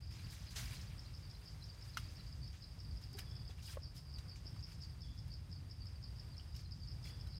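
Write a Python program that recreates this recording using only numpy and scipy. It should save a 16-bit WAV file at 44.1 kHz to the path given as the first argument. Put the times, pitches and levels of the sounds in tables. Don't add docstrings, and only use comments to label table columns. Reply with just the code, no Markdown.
import sys
import numpy as np
from scipy import signal
from scipy.fft import rfft, irfft
from scipy.io import wavfile
from scipy.ndimage import uniform_filter1d

SR = 44100
rng = np.random.default_rng(int(sys.argv[2]) if len(sys.argv) > 2 else 0)


def wrap_up_sound(samples):
    columns = np.atleast_2d(samples).T
    tamed = np.clip(columns, -1, 1)
    steps = np.round(tamed * 32767).astype(np.int16)
    wavfile.write(sys.argv[1], SR, steps)


def boost(x):
    u = np.asarray(x, float) / 20
    return 10 ** u


N = 325899

# start in seconds,
# peak in dB, start in seconds, peak in dB.
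LEADER_CHIRPS = [(0.1257, -53.5, 0.3017, -54), (0.4703, -53.5, 0.657, -52), (0.8143, -53, 0.995, -50),
                 (1.1521, -53, 1.3134, -52.5), (1.4827, -53, 1.6423, -51.5), (1.826, -52.5, 1.991, -53.5),
                 (2.1707, -54, 2.3275, -52), (2.4789, -53, 2.6445, -51.5), (2.804, -51.5, 2.9742, -55),
                 (3.1418, -53, 3.3137, -54.5), (3.4796, -51.5, 3.6578, -51), (3.8353, -50.5, 3.9795, -51.5),
                 (4.1409, -53, 4.297, -51), (4.4792, -49, 4.64, -48), (4.8234, -51.5, 5.0207, -51),
                 (5.191, -52, 5.3404, -49.5), (5.529, -50, 5.713, -51), (5.8706, -51, 6.0413, -49.5),
                 (6.1985, -50.5, 6.3818, -50), (6.566, -52, 6.7234, -51), (6.8872, -49.5, 7.043, -51),
                 (7.2129, -52, 7.37, -51)]
# start in seconds, peak in dB.
NEIGHBOUR_CHIRPS = [(0.2478, -51.5), (0.494, -54.5), (0.723, -55), (1.2507, -58), (1.4761, -56.5),
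                    (1.7023, -55), (1.947, -57), (2.1963, -58), (2.4326, -52.5), (2.6705, -62),
                    (2.913, -56.5), (3.152, -55), (3.4002, -58), (3.6308, -69), (3.8588, -52.5),
                    (4.099, -57), (4.3178, -52), (4.577, -65), (4.838, -50.5), (5.063, -60), (5.3193, -53),
                    (5.5633, -55), (5.8216, -52.5), (6.0582, -55), (6.303, -64), (6.59, -59),
                    (6.836, -53.5), (7.061, -60), (7.3263, -58)]
# start in seconds, peak in dB,
# pitch in Hz.
OTHER_CHIRPS = [(0.774, -61, 5070), (1.1767, -59, 5030), (1.9053, -59, 4980), (2.0438, -55, 4550),
                (2.625, -53, 4950), (2.8502, -53.5, 4700), (3.0396, -51.5, 5060), (3.2071, -51, 5020),
                (3.367, -50, 5000), (3.678, -53, 4940), (3.7058, -58, 5050), (3.844, -54, 5230),
                (3.9917, -56, 5130), (4.1485, -55, 4720), (4.1626, -49.5, 4630), (4.4702, -49.5, 4950),
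                (4.646, -51, 5110), (4.818, -54, 5400), (5.031, -59, 5070), (6.397, -56, 4620),
                (6.9184, -53, 5000), (7.108, -56, 4770), (7.1507, -59.7, 4730), (7.287, -59, 4940),
                (.0391, -59, 4850), (.0739, -61, 4650), (.11, -65, 4800), (.14, -71, 4860),
                (.3802, -68, 5050), (.3915, -65, 4830), (.7614, -58, 4800), (.8763, -62, 4650),
                (1.0653, -56, 4650), (1.0824, -62, 4680), (1.2322, -57, 4750), (1.8791, -61, 4700),
                (2.0886, -57, 4950), (2.24, -60, 4600), (2.2673, -58, 4670), (2.2801, -59, 4780),
                (2.292, -60, 4750), (2.3056, -64, 4670), (2.4457, -54, 4900), (2.4573, -55, 4670),
                (2.5005, -60, 4650), (2.5122, -64, 4800), (2.7194, -62, 4960), (3.1188, -63, 4680),
                (3.4539, -59, 4720), (3.666, -57, 4650), (4.3471, -63, 4630), (4.6104, -69, 4650),
                (4.7215, -58, 4650), (4.8991, -58, 4700), (5.9581, -59, 4600), (6.1673, -59, 4760),
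                (6.7389, -65, 4960)]
# start in seconds, peak in dB, pitch in Hz.
LOW_PIPS = [(0.1945, -53, 4130), (0.4833, -54, 4150), (0.7672, -49, 4190), (1.058, -53, 4160),
            (1.3493, -53.5, 4140), (1.623, -50.5, 4100), (1.9444, -52, 4130), (2.199, -51, 4090),
            (2.638, -52, 4120), (6.3435, -56, 4230), (6.6578, -53.5, 4200), (7.343, -54, 4160)]
# time in seconds, level in dB.
CHORUS_LEVEL = [(0.0, -66.5), (0.56, -72.5), (1.56, -67.5), (2.06, -67.5), (2.45, -73), (3.31, -65.5),
                (3.48, -71.5), (4.69, -67), (5.54, -73.5), (5.95, -69), (6.32, -69.5), (7.39, -65.5)]
# time in seconds, level in dB.
STIRRING = [(0.0, -77), (0.095, -80), (0.12, -68.5), (0.5, -70), (0.8, -67.5), (1.0, -74), (1.75, -75.5),
            (2.06, -71), (2.4, -77), (3.1, -79), (4.0, -82), (4.6, -77), (5.0, -78.5), (6.45, -81),
            (7.0, -78.5), (7.39, -81)]
# start in seconds, hold in seconds, level in dB, then the dull part
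# and the papery part in dB against the middle.
BRUSHES = [(0.152, .02, -75, 5.5, -4), (0.318, 0.029, -66.5, -2.5, 4), (0.51, 0.021, -65.5, -3, 0.5),
           (0.563, 0.01, -54.5, 1, 2), (0.582, 0.021, -55, 0, 1), (0.617, 0.023, -60.5, 2, 3),
           (0.66, 0.041, -65, 2.5, 2), (0.711, 0.038, -62, 1, 1), (0.796, 0.027, -72, 1.5, -12),
           (1.85, 0.022, -70.5, -3, .4), (1.974, .02, -65.5, 3.3, 2.5), (2.528, 0.028, -72.5, 2.5, 0),
           (3.016, 0.024, -71, 1, 0.5), (3.179, 0.031, -69, 3.5, 2), (3.494, 0.022, -73, 2, -.3),
           (3.582, 0.025, -75, 5.5, 2), (3.628, 0.1, -65, -4, 2), (3.67, 0.008, -71, -10.5, 4),
           (3.686, 0.012, -68, 8, -2), (3.708, 0.012, -66, -11, 3), (3.727, 0.015, -65.5, 2, -1),
           (3.955, 0.029, -68.5, -2, 3.5), (4.194, .015, -75, -2, -.6), (4.36, 0.0097, -72.5, 0, -3),
           (4.673, 0.05, -71, 0, -1), (4.822, 0.018, -73, -4, -2), (5.15, .012, -80.5, -1, 5),
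           (5.283, .012, -83, 5, 1), (6.548, 0.022, -68, -2.5, -2.5), (6.595, 0.0053, -70, 0.5, -1),
           (7.05, 0.049, -69, 2, 3)]
# frequency in Hz, density in dB per Hz.
RUSTLE_COLOUR = [(400, -11), (800, -11.5), (1300, -6.5), (2500, 0.5), (6000, 0.5), (9000, -5), (12000, -13),
                 (15800, -17)]
# start in seconds, peak in dB, wood ring in Hz, ring against crack in dB,
# crackle t60 in seconds.
TWIG_SNAPS = [(0.1092, -60, 2280, -9, 0.05), (0.3056, -50, 1020, -23, 0.044),
              (0.3242, -50, 4050, -2.5, 0.055), (0.508, -58, 3660, 1.5, 0.046),
              (0.5651, -51.5, 3970, 6, 0.059), (1.441, -60, 1990, -13, 0.061),
              (1.9706, -43, 1404, 8.5, 0.043), (3.13, -51.5, 1500, -18, 0.032),
              (3.1707, -54, 4040, -7, 0.061), (3.1864, -41, 4000, -4.5, 0.06),
              (3.1914, -47, 3200, 0, 0.065), (3.5856, -70, 2640, 9, 0.046), (3.963, -57, 3460, -1.5, 0.064),
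              (4.184, -56.5, 3750, 8.5, 0.038), (4.3583, -60.5, 2360, 0.5, 0.045),
              (4.563, -69.5, 1260, 7, 0.059), (5.2784, -60, 1010, -11, 0.05),
              (5.8536, -60, 1384, -10, 0.043), (6.3965, -78, 2900, -7, 0.04), (6.562, -52, 3990, -9, 0.056),
              (7.271, -58.5, 3970, 0.5, 0.058)]
# start in seconds, peak in dB, pitch in Hz, t60 in seconds.
KNOCKS = [
    (3.147, -71, 397, 0.096),
    (3.493, -65, 444, 0.02),
    (3.7697, -50, 557, 0.023),
    (4.454, -66, 317, 0.024),
]
# start in seconds, peak in dB, pitch in Hz, length in seconds.
BARK_SCRAPES = [(0.202, -72, 2400, .03), (0.73, -63, 1000, .015), (3.145, -70, 480, .015),
                (3.18, -62, 1650, .016), (3.18, -63, 1360, .016), (3.181, -66, 730, .015),
                (3.215, -68, 1720, .02), (3.184, -58, 3050, .016), (3.495, -67, 750, .015),
                (3.503, -66, 3350, .018), (3.587, -61, 2730, .01), (3.673, -62, 2900, .012),
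                (3.694, -62, 3300, .008), (3.693, -63, 1600, .015), (3.723, -62, 8400, .007),
                (3.728, -62, 3900, .008), (3.755, -67, 560, .014), (4.184, -58, 3900, .008),
                (6.397, -56, 2980, .0035), (6.409, -63, 3050, .004), (6.546, -66, 2870, .009),
                (7.047, -65, 2330, .018), (7.053, -65, 2070, .02), (7.068, -64, 2350, .016),
                (7.09, -67, 1930, .016), (7.264, -66, 1400, .012), (7.04, -67, 4270, .08),
                (7.066, -65, 2700, .016), (7.069, -63, 3400, .016), (7.091, -67, 3000, .014),
                (7.265, -65, 3990, .013)]
# frequency in Hz, level in dB, t60 in seconds.
BRANCH_MODES = [(1205, 1, .05), (2110, -5, 0.065), (2846, 0, 0.046), (3200, -9, 0.059), (4470, -15, 0.035),
                (5250, -4, .04), (6040, -8, .045), (6700, -10, .04)]
# start in seconds, level in dB.
BIRD_CALLS = [
    (3.257, -65),
    (5.025, -65),
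    (7.037, -64),
]
# time in seconds, level in dB.
RUMBLE_LEVEL = [(0, -49.5), (1.0, -49), (1.9, -51.5), (2.8, -48.5), (4.4, -50), (5.3, -48.5), (6.3, -49.5),
                (7.39, -48.5)]
# frequency in Hz, density in dB per Hz.
RUMBLE_COLOUR = [(13, -52), (27, -36.5), (39, -10.5), (55, -1.5), (80, -1.5), (120, -5), (160, -11.5),
                 (210, -22.5), (330, -30), (430, -54)]
# frequency in Hz, density in dB per Hz.
HISS_COLOUR = [(200, -7.5), (330, -1.5), (600, -4.5), (1200, -7.5), (2500, -13), (4000, -14), (6000, -19.5),
               (7700, -23.5), (8600, -15.5), (10500, -27), (12000, -22.5), (15500, -31)]


def crickets():
    strokes, low = np.zeros(N), np.zeros(N)
    rows = chirps()
    for (s, db, hz), (u, v) in zip(rows, rng.random((len(rows), 2))):
        high = np.clip((hz - 4880) / 100, 0, 1)
        fall_hz_s = 65000 + 45000 * high + 25000 * u
        main = stroke(hz + 60, fall_hz_s, .0026, .003 + .0015 * v)
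        add(strokes, s - 530 / SR, boost(db + 2.5) * main)
        lead_in = stroke(5150, 170000, .0008, .0035)
        add(strokes, s - .0128 - 530 / SR, high * boost(db - 2.5 * v) * lead_in)
    for s, db, hz in LOW_PIPS:
        add(low, s + .003 - 500 / SR, boost(db - 1.5) * stroke(hz, 25000, .0025, .003))
        add(low, s - .009 - 500 / SR, boost(db - 10) * stroke(hz + 60, 25000, .0018, .0061))
    near = wing(strokes)
    return near + low + boost(-3.5) * forest(near + .6 * low, .22, .007)


def chirps():
    lead = np.reshape(LEADER_CHIRPS, (-1, 2))
    rows = [(s, db, 5110 + 157 * v) for (s, db), v in zip(lead, rng.uniform(-1.2, 1, len(lead)))]
    gap_s = .014
    chances = rng.standard_normal((len(NEIGHBOUR_CHIRPS), 2))
    for (s, db), (u, v) in zip(NEIGHBOUR_CHIRPS, chances):
        hz = 4650 + 46 * u
        rows.append((s, db + 1, hz))
        rows.append((s - gap_s, db - 6 + v, hz - 40))
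        rows.append((s + gap_s * (1 + .2 * v), db - 9, hz))
    return rows + OTHER_CHIRPS


def stroke(hz, fall_hz_s, rise_s, die_s):
    t = np.arange(-500, 500) / SR
    swell = np.where(t < 0, np.exp(-(t / rise_s) ** 2), np.exp(-np.abs(t) / die_s))
    return swell * np.sin(2 * np.pi * (hz * t - fall_hz_s * t ** 2 / 2) + rng.uniform(0, 7.26))


def wing(x):
    return signal.sosfilt(signal.butter(4, [4420, 5650], "band", fs=SR, output="sos"), x)


def chorus():
    strokes = np.zeros(N)
    for u, v, w in rng.random((2000, 3)):
        far_stroke = stroke(4600 + 680 * w ** 1.5, 25000 + 60000 * w, .003, .004)
        add(strokes, u * N / SR, boost(6 * v) * far_stroke)
    level = boost(in_time(CHORUS_LEVEL)[0] - 2.5 + 5.5 * joining(chirps()))
    return level * rms_one(wing(strokes + boost(4) * forest(strokes, .065, .0019)))


def joining(rows):
    rise_s, die_s = .014, .018
    t = np.arange(0, N / SR, .002)
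    since = t - np.array(rows)[:, :1]
    swell = np.where(since < 0, np.exp(since / rise_s), np.exp(-since / die_s)).max(axis=0)
    return np.interp(np.arange(N) / SR, t, swell)


def rustle():
    mid_gain, dull_gain, top_gain = leaf_levels()
    grains = coloured(leaf_grains(), RUSTLE_COLOUR)
    soft = coloured(rng.standard_normal(N), RUSTLE_COLOUR)
    dull = dull_gain * boost(5.5 + .82 * drift(23)) * rms_one(band(.72 * grains + soft, 300, 3740))
    mid = mid_gain * boost(7.5 + 1.3 * drift(22)) * rms_one(band(.22 * grains + soft, 2850, 8700))
    papery = top_gain * boost(9 + drift(38)) * rms_one(band(.44 * grains + soft, 7060, 16300))
    return dull + mid + papery


def leaf_grains():
    happens = rng.random(N) < 6000 * boost(2 * drift(40)) / SR
    size = boost(2.8 * np.minimum(rng.exponential(1, N), 5))
    pops = happens * size * rng.choice([-1, 1], N)
    patch, out = rng.integers(0, 20, N), 0
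    for k, hz in enumerate(np.geomspace(600, 15000, 20)):
        r = boost(-60 * hz ** .5 / (.45 * SR))
        resonance = [1, -2 * r * np.cos(2 * np.pi * hz / SR), r * r]
        ring = signal.lfilter([1], resonance, pops * (patch == k) + 1e-18)
        out = out + np.sqrt(hz) * rms_one(ring)
    return rms_one(out)


def leaf_levels():
    rise_db_s, fall_db_s = 1300, 339
    t = np.arange(0, N / SR, .002)
    s, hold, db, dull_db, top_db = np.transpose(BRUSHES)[:, :, None]
    rise = rise_db_s * np.maximum(s - t, 0)
    fall = fall_db_s * np.maximum(t - s - hold, 0)
    brush = boost(db - rise - fall)
    stir = boost(in_time(STIRRING)[0])

    def together(gains):
        return np.sqrt(np.interp(np.arange(N) / SR, t, (gains ** 2).sum(axis=0)))

    mid = np.hypot(stir, together(brush))
    dull = np.hypot(stir * boost(1.5), together(brush * boost(dull_db)))
    papery = boost(-6.5) * np.hypot(stir, together(brush * boost(top_db)))
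    return mid, dull, papery


def twigs():
    out, t = np.zeros(N), np.arange(round(.12 * SR)) / SR
    second_fibre = .6 * (t > .0045) * boost(-60 * (t - .0045) / .012)
    cracks = boost(-60 * t / .006) + second_fibre
    for s, db, hz, ring_db, t60 in TWIG_SNAPS:
        crackle = rng.standard_normal(len(t)) * (cracks + 1.24 * boost(-60 * t / max(t60, .005)))
        wood = np.sin(2 * np.pi * hz * t) * boost(-60 * t * hz / 17) * (1 - np.exp(-t / .0005))
        crack = boost(db - 8.5) * band(crackle, 2900, 12400)
        ring = boost(db + ring_db) * (3.25 * wood + .7 * band(crackle, 1300, 6000))
        add(out, s + .00075, crack + ring)
    for s, db, hz, t60 in KNOCKS:
        swell = boost(-60 * t / max(t60, .005)) * (1 - np.exp(-t / .0021)) ** 2
        tone = np.sin(2 * np.pi * hz * t) + .25 * np.sin(2 * np.pi * 1.97 * hz * t)
        add(out, s, boost(db + 23) * swell * tone)
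        add(out, s, boost(db + 11) * band(rng.standard_normal(len(t)) * cracks, 440, 2100))
    for s, db, hz, length in BARK_SCRAPES:
        rub = band(rng.standard_normal(len(t)), .98 * hz, 1.02 * hz)[::-1]
        swell = np.sin(np.pi * np.clip(t / length, 0, 1))
        add(out, s, boost(db) * rms_one(rub * swell) * np.sqrt(length / .2))
    return out + boost(-16) * forest(out, .07, .004)


def branch():
    break_s, break_db = 1.9716, -47.5
    out, t = np.zeros(N), np.arange(round(.12 * SR)) / SR
    ring = np.zeros(len(t))
    for k, (hz, db, t60) in enumerate(BRANCH_MODES):
        ring += boost(db - 60 * t / max(t60, .01)) * np.sin(2 * np.pi * hz * t + k * k)
    add(out, break_s, boost(break_db) * ring)
    add(out, break_s + .0056, boost(break_db - 3) * ring)
    return out


def bird():
    out = np.zeros(N)
    t, held = np.arange(round(.045 * SR)) / SR, np.arange(round(.1 * SR)) / SR
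    whistle = np.sin(np.pi * t / t[-1]) * np.sin(2 * np.pi * (3520 * t - 2300 * t ** 2))
    top_note = np.sin(np.pi * held / held[-1]) * np.sin(2 * np.pi * 3470 * held)
    for s, db in BIRD_CALLS:
        add(out, s, boost(db) * whistle)
        add(out, s + .04, boost(db - 9) * top_note)
        for k in range(7):
            add(out, s + .037 + .01 * k, boost(db - 6 - .9 * k) * stroke(3240, 12000, .006, .005))
    return out + boost(-3) * forest(out, .9, .02)


def background():
    noise = coloured(rng.standard_normal(N), RUMBLE_COLOUR + [(760, -125)])
    steady = noise / np.sqrt(uniform_filter1d(noise ** 2, size=22000))
    rumble = boost(in_time(RUMBLE_LEVEL)[0] + .13 + 1.56 * drift(5.3)) * steady
    hiss = rms_one(coloured(rng.standard_normal(N), HISS_COLOUR)) * boost(-68.5 + 1.46 * drift(1.55))
    return rumble + hiss


def forest(x, t60, gap_s):
    t = np.arange(round(.6 * SR)) / SR
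    trunks = 1 + 3.2 * (rng.random(len(t)) < 250 / SR)
    tail = rng.standard_normal(len(t)) * trunks * boost(-60 * t / t60) * (1 - np.exp(-t / gap_s))
    return signal.fftconvolve(x, tail / np.sqrt(np.sum(tail ** 2)))[:N]


def rms_one(x):
    return x / np.sqrt(np.mean(x ** 2) + 1e-20)


def in_time(rows):
    s, *columns = np.transpose(rows)
    return [np.interp(np.arange(N) / SR, s, c) for c in columns]


def drift(rate):
    r = np.exp(-80 * np.pi * rate / SR)
    slow = signal.lfilter([1], [1, -2 * r, r * r], rng.standard_normal(N // 40 + 2002))[2000:]
    return np.interp(np.arange(N) / 40, np.arange(len(slow)), rms_one(slow))


def coloured(x, spectrum):
    hz, db = np.transpose(spectrum)
    grid = np.arange(len(x) // 2 + 1) * SR / len(x) + 1
    return irfft(rfft(x) * boost(np.interp(np.log(grid), np.log(hz), db, left=-70)), len(x))


def band(x, low_hz, high_hz):
    edges = [low_hz, min(high_hz, .45 * SR)]
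    return signal.sosfilt(signal.butter(2, edges, "band", fs=SR, output="sos"), x)


def add(out, s, sound):
    i = max(round(s * SR), 0)
    out[i:i + len(sound)] += sound[:max(N - i, 0)]


def scene():
    return (crickets() + chorus() + bird() + rustle() + twigs() + branch() + background())[None]


def top_cut(x):
    return signal.sosfilt(signal.butter(12, 16290, fs=SR, output="sos"), x)


def record(dry):
    faded = dry * signal.windows.tukey(N, .002)
    mix = signal.sosfilt(signal.ellip(10, .5, 50, 15800, fs=SR, output="sos"), faded)
    return top_cut(mix)


dry = scene()
out = record(dry)
wrap_up_sound(out)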